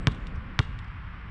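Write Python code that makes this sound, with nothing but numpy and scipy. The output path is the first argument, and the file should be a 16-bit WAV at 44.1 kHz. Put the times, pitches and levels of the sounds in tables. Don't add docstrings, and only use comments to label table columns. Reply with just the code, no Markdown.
import sys
import numpy as np
from scipy import signal
from scipy.fft import rfft, irfft
from scipy.io import wavfile

SR = 44100
rng = np.random.default_rng(int(sys.argv[2]) if len(sys.argv) > 2 else 0)


def output_pcm(signal):
    pcm = np.clip(np.atleast_2d(signal).T, -1, 1) * 32767
    wavfile.write(sys.argv[1], SR, np.round(pcm).astype(np.int16))


N = 57330
T = np.arange(N) / SR

# frequency in Hz, relative noise density in dB.
WIND_COLOUR = [(15, -14), (38, 2.5), (62, 0.5), (100, -5), (165, -11), (230, -19.5), (320, -31.5),
               (500, -37.5), (900, -51), (3000, -93)]
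DRONE_COLOUR = [(60, -10), (170, 4.5), (230, -1.5), (330, -9.5), (500, -13), (800, -19), (2000, -60.5)]
HISS_COLOUR = [(100, 3), (450, -22.5), (700, -7.5), (1100, 4), (1600, 2.5), (2200, -1.5), (3100, -9.5),
               (4000, -21), (5500, -28.5), (6600, -48.5), (8000, -37.5), (10000, -69), (15000, -48.5)]
# time in seconds, level in dB.
WIND_FADER = [(0, -34.5), (.17, -38), (.26, -35), (.35, -32.5), (.45, -40.5), (.7, -33.5), (.87, -38.5),
              (1.3, -40)]
DRONE_FADER = [(0, -41), (.33, -44.5), (.6, -48.5), (.9, -56), (1.3, -53.5)]
# start and length in seconds, opening and top pitch in Hz, level in dB.
BIRD_WHISTLES = [(-.04, .14, 7300, 7850, -72), (.18, .15, 6650, 7100, -80)]
# centre and width in seconds, level in dB.
RUSTLE_SWELLS = [(.36, .025, -69), (.645, .014, -65), (.845, .016, -68), (.88, .012, -68)]
# frequency in Hz, relative noise density in dB.
RUSTLE_COLOUR = [(500, -8.5), (3500, -2), (5500, 3.5), (7000, -13), (9000, -6.5), (11000, -32)]
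SCUFF_COLOUR = [(200, 14), (600, -10.5), (1300, 1.5), (2200, -17.5), (3500, -19), (5000, -30.5),
                (7000, -31.5), (14000, -49.5)]
SCATTER_COLOUR = [(150, -12), (400, -2.5), (1200, -4), (3200, 4.5), (5500, 0.5), (8000, 12.5), (12000, 1.5)]
# frequency in Hz, gain in dB.
ECHO_EQ = [(300, -14), (1200, -10), (2400, -3), (3300, 2), (4200, -1), (6000, -2), (8500, 8), (11000, -10)]
BUCKLE_EQ = [(100, -14), (300, -1), (800, 6), (1300, 4.5), (2400, 2), (3600, -6.5), (6000, -22.5),
             (12000, -58)]
# frequency in Hz, level in dB at the first and at the second bounce, T60 in seconds.
AIR_MODES = [(1061, -52, -58, .4), (1141, -51, -57, .4), (1631, -55, -62, .3), (2130, -58, -56, .35),
             (2708, -62, -56, .35), (2803, -54, -53, .45), (2848, -61, -50, .52), (3176, -54, -60, .3),
             (3250, -62, -50, .22), (3435, -51, -57, .3), (3763, -54, -51, .25), (4334, -68, -61, .3)]
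# frequency in Hz, relative level in dB, T60 in seconds.
SKIN_MODES = [(224, -31.5, .018), (425.5, -33, 0.069), (810, -41, 0.017), (1082, -36.5, 0.066),
              (1120, -35.5, 0.041), (1440, -27.5, 0.016), (1520, -36, 0.022), (1760, -30, 0.0051),
              (2390, -33, 0.0078), (3250, -29.5, .012), (3440, -48.5, 0.024)]
# delay after the slap in seconds,
# gain in dB, low-pass cutoff in Hz, share of the bounce's buckle dB added to that gain.
SKIN_JOLTS = [(.0001, -6, 6000, 0), (.0022, -4, 2600, 1), (.0108, 3, 1450, .3)]
# frequency in Hz, gain in dB at the first and at the second bounce.
SLAP_EQ = [(203, -13.5, -12), (746, 8, 11.5), (1130, -17.5, 12.5), (1560, 18.5, 14.5), (2020, 5, 16),
           (2060, 8, 10.5), (2313, 15.5, 17), (2420, 9.5, 6.5), (3070, 13.5, 11.5), (3580, 12, 14),
           (3900, 5.5, 8.5), (5730, 1.5, 2.5), (6600, -10.5, -11), (9670, -20.5, -29), (11300, -38, -61),
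           (14900, -57.5, -89)]
# start in seconds, slap gain and thump gain in dB, buckle gain and echo send
# in dB (both on top of the slap gain), opening thump pitch in Hz.
BOUNCE_CUES = [(0.071, -1.5, -10.5, -6.5, -25.5, 135), (0.591, -2, -11.5, -5.5, -27.5, 128.4)]

HISS_DB = -48.5
GRAIN_DB, GRAINS_PER_S = 7.5, 190
SCATTER_DB, SCATTER_DELAY_S, SCATTER_RISE_S, SCATTER_T60_S = -21, .019, .0073, .26
TAIL_DB, TAIL_T60_S = -26, 1.0
ECHO_DELAY_S, SMEAR_DECAY_S, SMEAR_DB = .1988, .004, -1
THUMP_ATTACK_S, THUMP_HOLD_S, THUMP_RELEASE_S, THUMP_SAG_HZ_PER_S = .0033, .0082, .0068, 2000
BUCKLE_DELAY_S, SCUFF_GAIN_DB, SCUFF_S = .0023, -19, .0175
MIC_TOP_HZ, STOPBAND_HZ = 10300, 13000


def from_db(db):
    return 10 ** (np.asarray(db) / 20)


def bin_gains(spectrum):
    hz, db = np.transpose(spectrum)
    bin_hz = np.arange(N // 2 + 1) * SR / N
    return from_db(np.interp(np.log(bin_hz + 1), np.log(hz), db))


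def noise(spectrum):
    x = irfft(rfft(rng.standard_normal(N)) * bin_gains(spectrum), N)
    return x / x.std()


def grainy_noise(spectrum):
    clumps = np.interp(T * GRAINS_PER_S, np.arange(N), rng.standard_normal(N))
    x = noise(spectrum) * from_db(GRAIN_DB * clumps)
    return x / x.std()


def click(spectrum):
    cepstrum = irfft(np.log(bin_gains(spectrum)), N)
    causal_window = np.r_[1, np.full(N // 2 - 1, 2), np.zeros(N - N // 2)]
    return irfft(np.exp(rfft(cepstrum * causal_window)), N)


def delay(x, seconds):
    return np.r_[np.zeros(round(seconds * SR)), x][:N]


def convolve(x, response):
    return signal.fftconvolve(x, response)[:N]


def lowpass(x, hz):
    return signal.sosfilt(signal.butter(2, hz, fs=SR, output="sos"), x + 1e-18)


def decay(t60):
    return from_db(-60 * T / t60)


def fader(points):
    return from_db(np.interp(T, *np.transpose(points)))


def ring(modes):
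    return sum(from_db(db + rng.standard_normal()) * np.sin(2 * np.pi * hz * T) * decay(t60)
               for hz, db, t60 in modes)


def traffic():
    return fader(DRONE_FADER) * noise(DRONE_COLOUR) + from_db(HISS_DB) * noise(HISS_COLOUR)


def wind():
    return fader(WIND_FADER) * noise(WIND_COLOUR)


def bird():
    out = np.zeros(N)
    for start, length, start_hz, top_hz, db in BIRD_WHISTLES:
        progress = np.clip((T - start) / length, 0, 1)
        hz = top_hz + (start_hz - top_hz) * (1 - progress) ** 3
        out += from_db(db) * np.sin(np.pi * progress) * np.sin(2 * np.pi * np.cumsum(hz) / SR)
    return out


def rustles():
    swells = sum(from_db(db) * np.exp(-(2 * (T - centre) / width) ** 2)
                 for centre, width, db in RUSTLE_SWELLS)
    return swells * grainy_noise(RUSTLE_COLOUR)


def far_echo(x):
    smear = rng.standard_normal(N) * np.exp(-T / SMEAR_DECAY_S)
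    smeared = x + from_db(SMEAR_DB) * convolve(x, smear / np.linalg.norm(smear))
    return delay(convolve(smeared, click(ECHO_EQ)), ECHO_DELAY_S)


def court_scatter(x):
    early = grainy_noise(SCATTER_COLOUR) * decay(SCATTER_T60_S) * np.minimum(T / SCATTER_RISE_S, 1)
    early *= from_db(SCATTER_DB) / np.linalg.norm(early)
    tail = noise(SCATTER_COLOUR) * decay(TAIL_T60_S)
    tail *= from_db(TAIL_DB) / np.linalg.norm(tail)
    return convolve(x, delay(early + tail, SCATTER_DELAY_S))


def thump(start_hz):
    corners = np.cumsum([0, THUMP_ATTACK_S, THUMP_HOLD_S, THUMP_RELEASE_S])
    cycles = start_hz * T - THUMP_SAG_HZ_PER_S * T ** 2 / 2
    return -np.sin(2 * np.pi * cycles) * np.interp(T, corners, [0, 1, 1, 0])


def skin(buckle_db):
    buzz = sum(from_db(db + share * buckle_db) * delay(lowpass(ring(SKIN_MODES), cutoff_hz), lag)
               for lag, db, cutoff_hz, share in SKIN_JOLTS)
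    pop = from_db(buckle_db) * delay(click(BUCKLE_EQ), BUCKLE_DELAY_S)
    scuff_fade = np.sqrt(np.clip(1 - T / SCUFF_S, 0, 1))
    scuff = from_db(SCUFF_GAIN_DB) * noise(SCUFF_COLOUR) * scuff_fade
    return buzz + pop + scuff


def basketball():
    out = np.zeros(N)
    for bounce, (start, slap_db, thump_db, buckle_db, echo_db, thump_hz) in enumerate(BOUNCE_CUES):
        crack = -click([(hz, levels[bounce]) for hz, *levels in SLAP_EQ])
        slap = from_db(slap_db) * (crack + skin(buckle_db))
        hit = slap + from_db(thump_db) * thump(thump_hz)
        ping = ring([(hz, levels[bounce], t60) for hz, *levels, t60 in AIR_MODES])
        reflections = court_scatter(hit) + from_db(echo_db) * far_echo(slap)
        out += delay(hit + ping + reflections, start)
    return out


def scene():
    return (basketball() + rustles() + bird() + wind() + traffic())[None]


def record(dry):
    top_cut = signal.cheby2(12, 70, STOPBAND_HZ, fs=SR, output="sos")
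    return signal.sosfilt(top_cut, lowpass(dry, MIC_TOP_HZ))


dry = scene()
out = record(dry)
output_pcm(out)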